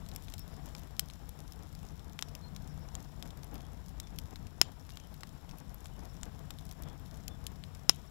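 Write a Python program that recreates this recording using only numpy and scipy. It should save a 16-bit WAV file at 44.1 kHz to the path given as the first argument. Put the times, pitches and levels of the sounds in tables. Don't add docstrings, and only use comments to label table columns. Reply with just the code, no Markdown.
import sys
import numpy as np
from scipy import signal
from scipy.fft import rfft, irfft, next_fast_len
from scipy.io import wavfile
from scipy.ndimage import uniform_filter1d

SR = 44100
rng = np.random.default_rng(int(sys.argv[2]) if len(sys.argv) > 2 else 0)


def pcm_store(signal):
    levels = np.round(np.clip(np.atleast_2d(signal), -1, 1) * 32767)
    wavfile.write(sys.argv[1], SR, levels.astype(np.int16).T)


N = 357513
TIME = np.arange(N) / SR
CUTOFF_HZ = 15750

# second_hz, second_db
POPS = [(.063, 4010, -55, -55, -2), (0.0883, 7800, -47, -51, 5), (0.1156, 4000, -44.5, -58, 2),
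        (0.149, 13900, -51, -56, 4), (.1612, 11900, -35.5, -44, 3.5, 5380, -46),
        (.2366, 11070, -52, -61, 6), (.2461, 11670, -54, -66, 9), (0.2835, 3600, -46, -54, -3),
        (.3219, 2020, -53, -54, -3), (0.3385, 3850, -50, -43.5, 2, 5900, -48), (0.3814, 4900, -49, -51, 4),
        (0.3934, 13820, -41, -56.5, 9, 11800, -47), (.6581, 7400, -49, -60, 6),
        (0.7504, 4970, -41, -47, -2, 2450, -43), (.7817, 6030, -55, -55, 1), (.7926, 13610, -54, -63, 7),
        (0.9945, 5600, -18.5, -26.5, 4.5), (1.1, 3970, -46, -48, -3, 1420, -48),
        (1.2921, 11500, -41, -55, 7), (1.3899, 5170, -54, -59, 5), (1.522, 5450, -42, -54, 5.5),
        (1.7274, 10080, -57, -61, 5), (1.751, 5060, -46, -61, 7), (1.9943, 3700, -54, -55, 0),
        (2.1906, 2340, -31, -39.5, -3, 3530, -39), (2.2117, 5430, -53, -53, 4),
        (2.2246, 5600, -27, -35.5, -2, 3790, -33), (2.2854, 5770, -57, -55, 0),
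        (2.3515, 5530, -42, -44.5, 2), (2.563, 3770, -49, -46, -0.5, 5680, -48),
        (2.6754, 7320, -53, -59, 6), (2.8877, 5800, -47, -62, 1), (2.9526, 7130, -31.5, -44, -2.5),
        (3.2254, 5170, -44, -40.5, -1), (3.306, 3620, -46, -57, 2.5), (3.3729, 11280, -52, -60, 7),
        (3.4329, 5500, -48, -51, 1), (3.4437, 11370, -50, -62, 10), (3.5425, 12000, -43, -60, 8),
        (3.5551, 5680, -54, -53, 1), (3.6061, 3270, -55, -55, -1), (3.8919, 11540, -56, -61, 5),
        (4.0003, 5430, -39, -40.5, 3, 6240, -42), (4.0713, 5600, -50, -56, -3), (4.1609, 9950, -53, -58, 4),
        (4.187, 3450, -38.5, -42, 5.5, 4390, -40), (4.3584, 4000, -42.5, -48.5, -1, 2200, -49),
        (4.469, 7460, -49, -51.5, 0), (4.6145, 5310, -4.5, -15.5, -1), (4.7185, 12500, -54, -64, 7),
        (4.8924, 5810, -52, -54, -4), (4.9045, 3790, -48, -54, -0.5), (4.9718, 4220, -43, -45, -2),
        (4.9996, 6160, -54, -54, -1), (5.1419, 13800, -50, -56, 3), (5.2075, 7410, -51, -57, 4),
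        (5.2333, 1930, -33.5, -42.5, -4.5, 1335, -41), (5.2712, 7490, -57, -58, 3),
        (5.493, 3270, -52, -54, 0), (5.5117, 5570, -50, -55, -2), (5.5847, 12900, -46, -58, 7),
        (5.7442, 12900, -40, -66, 11), (5.857, 7440, -42, -47.5, -2, 1720, -48),
        (6.1674, 5770, -51, -60, 1), (6.2321, 7140, -32, -44, -2, 3875, -43),
        (6.5059, 5300, -46, -40.5, -1), (6.5868, 3670, -46.5, -57, 3.5), (6.6529, 11240, -53, -60, 7),
        (6.6917, 5600, -55, -56, 3), (6.7126, 5400, -47, -48.5, 2.5), (6.7243, 13650, -54, -57, 6),
        (6.8225, 12100, -44, -56, 7), (6.8352, 5640, -52, -53, 1), (6.8862, 3230, -56, -55, 0),
        (7.1716, 11540, -57, -59, 3), (7.2805, 5300, -39, -40, 3.5, 6675, -43),
        (7.4409, 10080, -54, -59, 4), (7.467, 3450, -40, -39.5, 4, 4435, -41),
        (7.6383, 3930, -41, -50.5, -1, 3445, -47), (7.7487, 7550, -49, -52, 1.5),
        (7.8945, 5290, -5, -14.5, -1)]
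# pitch_hz, relative_db
CREVICES = [(2700, -3.5), (3600, 2.5), (4500, -9), (5400, 4.5), (6300, -1), (7400, 0.5), (8600, -8),
            (9900, -7), (11600, 3), (12900, -4), (14400, -1.5)]


def from_db(db):
    return 10 ** (np.asarray(db) / 20)


def rms_one(x):
    return x / np.sqrt(np.mean(x ** 2) + 1e-20)


def at_level(burst, db):
    return from_db(db) * burst * np.sqrt(.002 * SR / np.sum(burst ** 2))


def fade(t, fade_s):
    return from_db(-60 * t / fade_s)


def drift(rate_hz):
    step, warm_up = 40, 2000
    memory = np.exp(-2 * np.pi * rate_hz * step / SR)
    noise = rng.standard_normal(N // step + warm_up + 2)
    slow = signal.lfilter([1], [1, -2 * memory, memory ** 2], noise)[warm_up:]
    return np.interp(np.arange(N) / step, np.arange(len(slow)), rms_one(slow))


def band(x, low_hz, high_hz):
    band_pass = signal.butter(2, [low_hz, min(high_hz, .45 * SR)], "band", fs=SR, output="sos")
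    return signal.sosfilt(band_pass, x + 1e-18)


def coloured(x, spectrum):
    size = 2 * next_fast_len(N // 2 + SR // 4)
    hz, db = np.transpose(spectrum)
    grid_hz = np.arange(size // 2 + 1) * SR / size
    gain = from_db(np.interp(np.log(grid_hz + 1), np.log(hz), db))
    cepstrum = irfft(np.log(gain))
    cepstrum[1:size // 2] *= 2
    cepstrum[size // 2 + 1:] = 0
    return rms_one(irfft(rfft(x, size) * np.exp(rfft(cepstrum)))[:N])


def peaks_and_dips(x, rows):
    for hz, width_hz, db in rows:
        gain = from_db(db / 2)
        width = np.tan(np.pi * width_hz / SR)
        centre = -2 * np.cos(2 * np.pi * hz / SR)
        forward = [1 + width * gain, centre, 1 - width * gain]
        feedback = [1 + width / gain, centre, 1 - width / gain]
        x = signal.lfilter(forward, feedback, x + 1e-18)
    return x


def echoes(x, fade_s, low_hz, high_hz):
    t = np.arange(SR // 2) / SR
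    tail = band(rng.standard_normal(len(t)) * fade(t, fade_s) * (t > .001), low_hz, high_hz)
    return signal.fftconvolve(x, tail / np.sqrt(np.sum(tail ** 2)))[:N]


def puffing(rate_hz=4.96, looseness=0.31):
    size = 2 * next_fast_len(N // 2 + 1)
    hz = np.arange(size // 2 + 1) * SR / size
    near_rate = np.exp(-((hz / rate_hz - 1) / looseness) ** 2)
    return rms_one(irfft(rfft(rng.standard_normal(N), size) * near_rate)[:N])


def flames(rumble_db=-44.1, rush_db=-55.1, draught_db=-68):
    # time_s, relative_db
    blaze = [(0, 1.5), (.75, 0.5), (1.2, -1), (1.6, -1), (1.9, 1.5), (2.25, -3), (2.68, 3.5), (3.1, 0),
             (3.7, 0.5), (4.15, 2), (4.8, -2.5), (5.4, -2.5), (5.72, -1), (6.2, 0.5), (6.65, 0.5),
             (7.1, 0.5), (7.4, 2), (8.1, -3)]
    # middle_s, length_s, swell_db
    flaps = [(.68, 0.088, 2), (2.34, 0.14, 4.5), (2.764, 0.063, 2), (2.98, .08, 3), (3.24, .06, 4),
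             (3.565, 0.08, 6.5), (3.73, .1, 2.5), (6.028, 0.093, 6), (6.275, .06, 5), (6.52, .06, 2),
             (6.848, 0.1, 5.5)]
    # frequency_hz, relative_db
    rumble_tone = [(10, -40.5), (21, -8), (40, -4), (50, 1), (59, 2), (69, -3), (92, 0), (112, -14),
                   (143, -2), (175, -7), (220, -15), (300, -25.5), (500, -41), (1200, -70)]
    # frequency_hz, relative_db
    rush_tone = [(100, -11.5), (270, 4), (380, -3), (455, -1), (570, -5), (680, -0.5), (950, -4.5),
                 (1400, -11.5), (2100, -17), (3500, -27), (8000, -43)]
    blaze_db = np.interp(TIME, *np.transpose(blaze))
    puff_db = 1.2 * puffing()
    flap_db = sum(db * np.exp(-(2 * (TIME - middle_s) / length_s) ** 2) for middle_s, length_s, db in flaps)
    rumble = coloured(rng.standard_normal(N), rumble_tone)
    rumble /= np.sqrt(uniform_filter1d(rumble ** 2, size=SR // 9))
    rumble *= from_db(rumble_db + blaze_db + puff_db + 0.38 * flap_db)
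    fluttering = rng.standard_normal(N) * from_db(2.5 * drift(rate_hz=30))
    rush = from_db(rush_db + .5 * blaze_db + flap_db) * coloured(fluttering, rush_tone)
    draught = from_db(draught_db) * rms_one(band(rng.standard_normal(N), 880, 1830))
    return rumble + rush + draught


def sizzle(hiss_db=-64, ticks_db=-65.2, ticks_per_s=170):
    # frequency_hz, relative_db
    hiss_tone = [(600, -11), (2000, -7.5), (3600, 0.5), (4600, -6), (5400, 1), (6500, -11), (7400, -0.5),
                 (8600, -17.5), (9550, -4), (10400, -12.5), (11700, -7), (12600, -12.5), (13600, -5),
                 (16000, -15)]
    boiling = from_db(1.06 * drift(rate_hz=1))
    tick_at = np.flatnonzero(rng.random(N) < ticks_per_s * from_db(4 * drift(rate_hz=9)) / SR)
    size_db = 5.7 * np.minimum(rng.exponential(1, N), 3.7)[tick_at]
    t = np.arange(SR // 100) / SR
    ticks = np.zeros(N)
    for pitch_hz, db in CREVICES:
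        clicks = np.zeros(N)
        clicks[tick_at] = from_db(db + size_db + 5.5 * rng.uniform(-1.5, 1, N)[tick_at])
        spit = band(rng.standard_normal(len(t)) * fade(t, 0.009), pitch_hz - 900, pitch_hz + 900)
        ticks += signal.oaconvolve(clicks, rms_one(spit))[:N]
    hiss = coloured(rng.standard_normal(N), hiss_tone)
    return boiling * (from_db(hiss_db) * hiss + from_db(ticks_db) * rms_one(ticks))


def whistles():
    # start_s, length_s, pitch_hz, width_hz, level_db
    jets = [(0.384, 0.049, 5400, 190, -56), (0.502, 0.087, 5100, 550, -67), (2.238, 0.069, 5600, 500, -65),
            (2.413, 0.075, 4200, 80, -57.5), (2.677, 0.057, 5430, 500, -63), (2.795, 0.06, 5300, 550, -64),
            (3.54, .15, 3350, 300, -67), (4.013, 0.07, 3520, 60, -61.5), (4.8, 0.012, 5530, 200, -60),
            (4.905, 0.066, 2830, 100, -65), (4.963, .12, 3100, 260, -66), (5.91, .09, 3020, 160, -69),
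            (6.077, 0.05, 5400, 350, -64), (6.825, 0.13, 3380, 280, -66), (7.29, 0.075, 3500, 55, -62.5),
            (8.072, 0.016, 5450, 196, -60.5)]
    out = np.zeros(N)
    for start_s, length_s, pitch_hz, width_hz, level_db in jets:
        blowing = (TIME > start_s) & (TIME < start_s + length_s)
        air = band(rng.standard_normal(SR // 2), pitch_hz - width_hz / 2, pitch_hz + width_hz / 2)
        swell = np.sqrt(np.abs(np.sin(np.pi * (TIME[blowing] - start_s) / length_s)))
        out[blowing] += from_db(level_db) * swell * rms_one(air[-blowing.sum():])
    return out


def firebox(snaps, rings):
    box = from_db(-18) * echoes(snaps + 0.43 * rings, fade_s=0.047, low_hz=1220, high_hz=12000)
    hollow = from_db(-19) * echoes(snaps, fade_s=0.012, low_hz=280, high_hz=1360)
    walls = from_db(-32) * echoes(snaps, fade_s=0.26, low_hz=2700, high_hz=7300)
    plate = from_db(-41) * echoes(snaps, fade_s=0.31, low_hz=3010, high_hz=3400)
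    return box + hollow + walls + plate


def faint_pops(pops_per_s=2.5, ring_db=-58, snap_db=-63, count=70):
    starts = np.cumsum(rng.exponential(1, count)) / pops_per_s
    pitches = rng.choice([hz for hz, _ in CREVICES], count)
    chance = rng.standard_normal((count, 2))
    return [(start_s, hz, ring_db + 3 * size, snap_db + 3 * size, 2 + 2.5 * brightness)
            for start_s, hz, (size, brightness) in zip(starts, pitches, chance) if start_s < N / SR]


def splinters(base_db=-15, scatter_s=.004, spread_db=4, count=10):
    clicks = np.zeros(N)
    for start_s, _, _, snap_db, *_ in POPS:
        delay, size = rng.standard_normal((2, count))
        at = np.clip((start_s + scatter_s * np.abs(delay)) * SR, 0, N - 1).astype(int)
        clicks[at] += from_db(base_db + 0.46 * snap_db + spread_db * size) * rng.choice([-1, 1], count)
    return band(clicks, 1700, 7700)


def pops(bursts, tear_fade_s=0.0082, ring_fade_s=.005, second_fade_s=.008, tilt_centre_hz=4000):
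    # low_hz, high_hz, relative_db
    snap_parts = [(263, 1490, -6.5), (2060, 3830, -0.5), (4450, 7100, 0.5), (9700, 15000, -1)]
    # centre_hz, width_hz, boost_db
    snap_colour = [(190, 220, -4), (1000, 600, 5.5), (2040, 200, -2.5), (2610, 320, 3), (2830, 220, -6),
                   (3150, 280, 3), (4000, 400, 2), (4630, 500, -3), (6400, 400, -6), (7550, 610, 6),
                   (8390, 400, -2.5), (10500, 500, -5.5), (11440, 600, 3), (14400, 400, -2)]
    snaps, rings = np.zeros((2, N + SR))
    t = np.arange(SR // 60) / SR
    for start_s, ring_hz, ring_db, snap_db, tilt_db, *second_ring in bursts:
        span = slice(round(start_s * SR), round(start_s * SR) + len(t))
        fibres = band(rng.standard_normal(len(t)) * fade(t, tear_fade_s), 3800, CUTOFF_HZ)
        click = t == 0
        snap = click + fibres / (1 + from_db(snap_db + 24))
        for k, (low_hz, high_hz, db) in enumerate(snap_parts):
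            octaves = np.log2(np.sqrt(low_hz * high_hz) / tilt_centre_hz)
            part = at_level(band(snap, low_hz, high_hz), snap_db + db + tilt_db * octaves)
            snaps[span] -= (-1) ** k * part
        notes = [(ring_hz, ring_db, ring_fade_s)]
        if second_ring:
            notes.append((*second_ring, second_fade_s))
        for hz, db, fade_s in notes:
            rings[span] += at_level(np.sin(2 * np.pi * hz * t) * fade(t, fade_s), db)
    bass_cut = signal.butter(1, 300, "high", fs=SR, output="sos")
    rings = signal.sosfilt(bass_cut, rings[:N] + 1e-18)
    snaps = peaks_and_dips(snaps[:N], snap_colour)
    return from_db(-1.5) * snaps, from_db(-2) * rings


def scene(leak_db=-80, faint_hiss_db=-83):
    snaps, rings = pops(POPS + faint_pops())
    snaps += splinters()
    fire = firebox(snaps, rings) + flames() + sizzle() + whistles() + snaps + rings
    right = from_db(leak_db) * fire + from_db(faint_hiss_db) * rng.standard_normal(N)
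    return np.array([fire, right])


def record(dry, limit=.85):
    excess = dry - np.clip(dry, -limit, limit)
    smoothing = signal.butter(4, 14000, fs=SR, output="sos")
    rounded = dry - signal.sosfiltfilt(smoothing, excess + 1e-18)
    treble_cut = signal.ellip(10, .1, 80, CUTOFF_HZ, fs=SR, output="sos")
    return signal.sosfilt(treble_cut, rounded)


dry = scene()
out = record(dry)
pcm_store(out)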